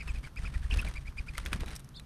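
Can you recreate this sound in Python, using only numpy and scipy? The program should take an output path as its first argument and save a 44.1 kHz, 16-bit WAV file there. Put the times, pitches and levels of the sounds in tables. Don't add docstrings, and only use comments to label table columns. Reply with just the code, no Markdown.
import sys
import numpy as np
from scipy import signal
from scipy.fft import rfft, irfft
from scipy.io import wavfile
from scipy.ndimage import uniform_filter1d

SR = 44100
rng = np.random.default_rng(int(sys.argv[2]) if len(sys.argv) > 2 else 0)


def store_pcm(level_fs):
    pcm = np.round(np.clip(level_fs, -1, 1) * 32767).astype(np.int16)
    wavfile.write(sys.argv[1], SR, np.atleast_2d(pcm).T)


def invert_db(x):
    u = np.asarray(x, float) / 20
    return 10 ** u


N = 90581


def unit(x):
    return x / np.sqrt(np.mean(x ** 2))


def band(x, hz, width_hz):
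    centre = min(hz, .45 * SR)
    quality = max(hz / width_hz, .3)
    return signal.lfilter(*signal.iirpeak(centre, quality, fs=SR), x)


def between(x, low_hz, high_hz):
    f = np.fft.rfftfreq(N, 1 / SR)
    return irfft(rfft(x) * (f > low_hz) * (f <= high_hz), N)


def coloured(points, tilt_db=0):
    octave = np.log2(np.maximum(np.fft.rfftfreq(N, 1 / SR), 1))
    hz, db = np.array(points).T
    shape_db = np.interp(octave, np.log2(hz), db, left=-90) + tilt_db * (octave - 11)
    return unit(irfft(rfft(rng.standard_normal(N)) * invert_db(shape_db), N))


def walk(rate):
    k = int(SR / rate)
    steps = np.repeat(rng.standard_normal(N // k + 1), k)
    return unit(uniform_filter1d(uniform_filter1d(steps, k), k)[:N])


def hump(t, start, length, peak):
    u = np.clip((t - start) / length, 0, 1)
    peak = np.clip(peak, .05, .95)
    return np.sin(np.pi / 2 * np.minimum(u / peak, (1 - u) / (1 - peak)))


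# (frequency [Hz], density [dB per Hz])
TRAFFIC_SPECTRUM = [(22, 12), (250, -8), (400, -25.5), (740, -24.5), (1200, -19), (1910, -28), (9700, -36),
                    (16000, -35.5)]


def suburb():
    hum = unit(band(rng.standard_normal(N), 135, 14))
    traffic_db = -51.5 + 0.32 * walk(5.5)
    return invert_db(traffic_db) * coloured(TRAFFIC_SPECTRUM) + invert_db(-53) * hum


def voice(t, glide, ratio, db):
    s, hz, level = np.array(glide).T
    pitch = uniform_filter1d(np.interp(t, s, hz), size=60) * ratio * (1 + 0.019 * walk(500))
    phase = 2 * np.pi * np.cumsum(pitch) / SR
    level_db = np.interp(t, s, level, left=-200, right=-200) + db + 2 * walk(400)
    return invert_db(level_db) * (np.sin(phase) + invert_db(-16) * np.sin(2 * phase))


# (time [s], frequency [Hz], level [dB])
CHIRP_GLIDE = [
    (1.941, 3120, -60),
    (1.95, 3420, -57),
    (1.962, 3800, -51.5),
    (1.966, 4350, -49),
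    (1.973, 3640, -49.5),
    (1.993, 3580, -54),
    (1.995, 3530, -77),
]
# (time [s], frequency [Hz], level [dB])
PEEP_GLIDE = [
    (0.093, 6160, -82.5),
    (.099, 6900, -54),
    (.108, 7900, -55),
    (.114, 8130, -54),
    (.125, 8200, -82),
]


def small_bird(t):
    chirp = voice(t, CHIRP_GLIDE, 0.99, 0) + voice(t, CHIRP_GLIDE, 1.2, -1.5)
    return chirp + voice(t, PEEP_GLIDE, 0.98, 0)


# (time
# [s], peak level [dB], centre frequency [Hz])
DRY_TICKS = [(0.141, -52, 6000), (0.36, -42, 6400), (0.418, -53, 5500), (0.483, -52, 9500),
             (0.789, -41, 9000), (0.815, -35.5, 10400), (.887, -39.5, 10000), (0.939, -41, 4930),
             (1.339, -51, 4970), (1.373, -39, 4030), (1.453, -37, 6000), (1.795, -39, 9000),
             (1.803, -48, 9500), (1.890, -43.5, 7300), (1.995, -56, 9500)]


def ticks(t):
    air, decay_s = rng.standard_normal(N), 0.0012
    out = np.zeros(N)
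    for s, db, hz in DRY_TICKS:
        decay = (t >= s) * np.exp(-np.abs(t - s) / decay_s)
        out += invert_db(db - 1.5) * decay * unit(band(air, hz, 0.37 * hz))
    return out


# (time [s], peak level [dB], level of bright modes [dB], scrape decay [s])
CLAW_HITS = [
    (1.66, -41.5, -1.5, 0.0035),
    (1.684, -40, -7, 0.0047),
    (1.711, -40.5, -7, 0.0051),
    (1.751, -50, 1, 0.0054),
    (1.754, -51.5, 11.5, .004),
    (1.762, -47, 15, .004),
    (1.801, -46, -4, 0.0036),
    (1.845, -54, 8.5, 0.0024),
    (1.997, -36, -5, .002),
]
# (frequency [Hz], level [dB], decay by 60 dB [s])
BASKET_MODES = [(2550, -4, .016), (3950, -1, .022), (5830, -6, .013), (7590, -12, .01), (8490, -3, .012),
                (10500, -9, .009)]


def wire(t):
    out, air = np.zeros(N), rng.standard_normal(N)
    spots = rng.standard_normal((len(CLAW_HITS), len(BASKET_MODES), 2))
    for (s, db, bright_db, scrape_s), spot in zip(CLAW_HITS, spots):
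        i = slice(int(s * SR), int((s + .08) * SR))
        push = invert_db(db) * np.exp(-(t[i] - s) / scrape_s) * air[i]
        for (hz, mode_db, t60), (detune, weight) in zip(BASKET_MODES, spot):
            turn = 2j * np.pi * hz * (1 + 0.016 * detune) / SR
            pole = np.exp(turn - np.log(1000) / (t60 * SR))
            ring = invert_db(mode_db - 26 + 2 * weight) * signal.lfilter([1], [1, -pole], push).imag
            scratch = invert_db(-4.5) * band(push, hz, 1600)
            out[i] += invert_db(bright_db * (hz > 5000)) * (ring + scratch)
    return out


# (time [s], peak level [dB], centre frequency [Hz])
WING_CLAPS = [(0.08, -38, 1730), (0.188, -46, 3000), (.275, -40.5, 1490), (1.098, -53, 3000),
              (1.126, -49, 1090), (0.761, -29, 154), (.852, -35, 405), (.741, -34, 2980),
              (0.773, -38, 2580), (0.849, -44, 1970), (1.3808, -23, 1750), (1.4618, -26, 1800),
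              (1.5325, -21.5, 1700), (1.607, -35, 2400), (1.428, -47, 1320), (1.485, -44, 1490),
              (1.521, -43, 1730), (1.562, -38.5, 1190), (1.567, -33.5, 298), (1.6007, -45.5, 1840),
              (1.634, -36, 280), (1.643, -40, 400), (1.681, -36.5, 1420), (1.692, -38.5, 1010),
              (1.707, -36.5, 1690), (1.715, -37.5, 346), (1.724, -47, 1200), (1.698, -42.5, 218),
              (1.729, -42, 250)]


def claps(t):
    clap_s, after_s, after_db = 0.0013, 0.006, -10
    out = np.zeros(N)
    air, hiss = (rng.standard_normal(N) * invert_db(5.5 * walk(2500)) for _ in range(2))
    top = unit(band(hiss, 4000, 12000))
    cups = rng.uniform(0.74, 1.024, (len(WING_CLAPS), 2))
    for (s, db, hz), (low_cup, high_cup) in zip(WING_CLAPS, cups):
        body = band(air, hz, hz)
        body += 1.25 * band(air, hz * low_cup, 0.23 * hz)
        body -= 0.52 * band(air, 2.67 * hz * high_cup, 0.19 * hz)
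        body = unit(body)
        high = invert_db(-5) * min(hz / 1900, 1) ** 2 * top
        first = np.exp(-np.abs(t - s) / clap_s)
        second = invert_db(after_db) * np.exp(-np.abs(t - s - after_s) / (1.5 * clap_s))
        out += invert_db(db - 3) * (first * (body + high) + second * (body + 0.57 * high))
    return out


# (frequency [Hz], density [dB per Hz])
FEATHER_SPECTRUM = [(150, -9), (350, -21.5), (745, -24.5), (1720, -21), (6640, -37), (8800, -34.5),
                    (13200, -53), (16000, -74)]
# (start [s], length [s], level [dB], tilt [dB per octave])
STROKE_RUSTLES = [(-.02, 0.1, -56.5, 1), (0.064, 0.074, -49.5, -1), (0.133, 0.071, -49.5, -0.5),
                  (0.218, 0.07, -54, 1.5), (0.363, 0.066, -51.5, 2), (0.427, 0.088, -49, -0.5),
                  (0.518, 0.094, -52, 0), (0.61, 0.1, -55, 2), (0.698, 0.091, -42, -1),
                  (0.768, 0.074, -43.5, -1), (0.837, 0.093, -44.5, -1), (0.932, 0.071, -55, 2.5),
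                  (1.007, 0.031, -60, 1), (1.045, 0.075, -60.5, 3), (1.16, 0.074, -58.5, 2.5),
                  (1.254, 0.078, -63, 5), (1.331, 0.04, -54.5, 2.5), (1.384, 0.055, -56, 2.5),
                  (1.435, 0.094, -45.5, -2), (1.514, 0.072, -42, -3), (1.591, 0.062, -45, -3.5),
                  (1.657, 0.053, -48, -2.5), (1.709, 0.042, -49, -0.5), (1.737, 0.06, -59, -0.5),
                  (1.789, 0.014, -64, 3), (1.84, 0.018, -66, 1.5)]


def rustle(t):
    dark, bright = coloured(FEATHER_SPECTRUM, -3), coloured(FEATHER_SPECTRUM, 1.85)
    dark *= invert_db(3 * walk(220))
    bright *= invert_db(3 * walk(300))
    wind_hz = 40
    wind = unit(band(band(rng.standard_normal(N), wind_hz, 76), wind_hz, 89))
    out = np.zeros(N)
    for s, length, db, tilt in STROKE_RUSTLES:
        swell = invert_db(db) * hump(t, s, length * 1.342, 0.19) ** 1.305
        noise = invert_db(-2 * tilt - 9.5) * dark + invert_db(2 * tilt - 4) * bright
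        out += swell * (noise + invert_db(3) * wind)
    return out


# (start [s], length [s], level [dB], pitch [Hz], moment of the peak [0-1])
FEATHER_WHISTLES = [(-.02, 0.054, -43.5, 2600, 0.46), (-.012, .036, -42.5, 2350, 0.43),
                    (.078, 0.037, -42, 2693, 0.02), (0.153, 0.034, -49.5, 2560, 0.18),
                    (0.234, 0.04, -48.5, 2336, .3), (0.255, 0.021, -58, 1550, 0.45),
                    (.358, 0.0092, -48.5, 1400, 0.56), (.359, 0.029, -41.5, 2560, .72),
                    (0.387, 0.0086, -47, 2050, 0.1), (0.443, .01, -46, 1410, 0.59),
                    (.446, 0.033, -41.5, 2610, 0.56), (.534, 0.021, -52, 1430, .5),
                    (0.537, 0.018, -47, 2425, 0.67), (0.543, .019, -46, 2005, .7),
                    (0.626, 0.011, -51.5, 1740, 0.1), (0.64, 0.013, -51, 1910, 0.52),
                    (0.658, .01, -52, 1355, 0.5), (.709, 0.0095, -34.5, 3030, 0.3),
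                    (0.705, 0.016, -40, 2600, 0.5), (.718, 0.017, -32, 2780, 0.51),
                    (0.735, 0.0075, -45, 2000, 0.44), (.786, 0.0235, -33, 2727, 0.45),
                    (0.817, 0.018, -49, 3220, 0.34), (.822, 0.018, -44, 1496, 0.24),
                    (0.859, 0.011, -44.5, 2606, 0.35), (0.869, 0.0185, -40.5, 2440, 0.52),
                    (.949, 0.041, -42.5, 2460, 0.61), (1.053, 0.011, -51, 2230, 0.45),
                    (1.067, 0.024, -44.5, 2444, 0.56), (1.167, 0.034, -40.5, 2522, 0.73),
                    (1.265, 0.023, -54, 1450, .4), (1.276, 0.027, -42.5, 2480, 0.52),
                    (1.347, 0.016, -46, 2175, 0.5), (1.367, 0.011, -48, 2355, 0.64),
                    (1.435, .012, -56, 2130, 0.46), (1.603, 0.012, -46.5, 2414, 0.58)]


def whistles(t):
    sag, pair_hz, second_db, overtones_db = .1, 130, -8, (-12, -22, -34)
    out, wobble, flutter, air = np.zeros(N), walk(250), walk(300), rng.standard_normal(N)
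    for s, length, db, hz, peak in FEATHER_WHISTLES:
        i = slice(max(int(s * SR), 0), int((s + length) * SR))
        speed = hump(t[i], s, length, peak)
        pitch = hz * (1 - sag * np.arccos(np.clip(speed, 0, 1)) ** 1.38 + .009 * wobble[i])
        first = 2 * np.pi * np.cumsum(pitch) / SR
        second = 2 * np.pi * np.cumsum(pitch - pair_hz) / SR
        tone = np.sin(first) + invert_db(second_db) * np.sin(second)
        richness = speed * min(length / .025, 1) ** 2
        for harmonic, overtone_db in enumerate(overtones_db, 2):
            tone += invert_db(overtone_db) * richness * np.sin(harmonic * first)
        breath = unit(band(band(air[i], hz * 0.97, 440), hz * 0.97, 450))
        loudness = invert_db(db + 3 * flutter[i]) * speed ** 1.13
        out[i] += loudness * (tone + invert_db(-12) * breath)
    return out


# (time of the deepest dip [s], peak level [dB])
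AIR_PUFFS = [(.008, -39), (.028, -36.5), (.199, -32.5), (.377, -37), (0.463, -32), (0.529, -33.5),
             (.597, -34), (0.672, -34.5), (.82, -31), (.871, -27), (.954, -33), (1.061, -36),
             (1.165, -36.5), (1.352, -37), (1.412, -35), (1.469, -32.5), (1.565, -35), (1.594, -34.5),
             (.068, -30.5), (0.106, -24.5), (.147, -26.5), (0.181, -28), (0.265, -34), (0.398, -28),
             (0.438, -29), (0.484, -29.5), (0.565, -21), (0.612, -28.5), (0.654, -23.5), (0.704, -26),
             (0.73, -21), (.748, -22), (0.774, -20.5), (0.799, -25.5), (0.851, -24.5), (0.894, -28.5),
             (0.99, -29), (1.093, -31), (1.204, -26.5), (1.302, -31), (1.39, -32.5), (1.439, -34.5),
             (1.516, -30.5), (1.547, -33), (1.623, -27), (1.666, -32), (1.697, -34), (1.735, -33)]


def puffs(t):
    cycles, swing_hz = 0.3, 48.05
    out = np.zeros(N)
    for s, db in AIR_PUFFS:
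        window = np.exp(-.5 * ((t - s) * swing_hz / cycles) ** 2)
        out -= invert_db(db) * window * np.cos(2 * np.pi * swing_hz * (t - s) + 0.37)
    return out


def scene():
    t = np.arange(N) / SR
    bird = small_bird(t)
    wings = puffs(t) + whistles(t) + rustle(t) + claps(t)
    contacts = ticks(t) + wire(t)
    mono = wings + contacts + bird + suburb()
    return np.array([mono, mono])


# (start [s], length [s], lowest frequency [Hz])
CHANNEL_PARTINGS = [(.05, .03, 4200), (.165, .055, 2500), (.395, .035, 4200), (.72, .06, 4200),
                    (.93, .035, 3700), (1.05, .055, 4200), (1.35, .03, 4000), (1.455, .012, 3500),
                    (1.527, .01, 3500), (1.585, .05, 2600), (1.65, .035, 3500), (1.74, .04, 2400),
                    (1.82, .045, 3800), (1.885, .012, 2700), (1.975, .04, 2500)]


def channel_difference(x):
    split_hz, top_hz = 11800, 14600
    top = between(x, split_hz, SR)
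    side = between(invert_db(-6) * top * walk(1100), split_hz, top_hz) - .28 * top
    t, drift = np.arange(N) / SR, invert_db(-15) * walk(1200)
    for s, length, low_hz in CHANNEL_PARTINGS:
        side += hump(t, s, length, .5) ** .5 * between(drift * x, low_hz, split_hz)
    return side


def top_cut(x):
    return signal.sosfilt(signal.butter(12, 16320, fs=SR, output="sos"), x)


def record(dry):
    x = dry[0] - 0.43 * band(dry[0], 7440, 1620)
    x = signal.sosfilt(signal.butter(3, 12200, fs=SR, output="sos"), x)
    x = signal.sosfilt(signal.butter(10, 14600, fs=SR, output="sos"), x)
    mix = x + channel_difference(x) * np.array([[1], [-1]])
    return top_cut(mix)


dry = scene()
out = record(dry)
store_pcm(out)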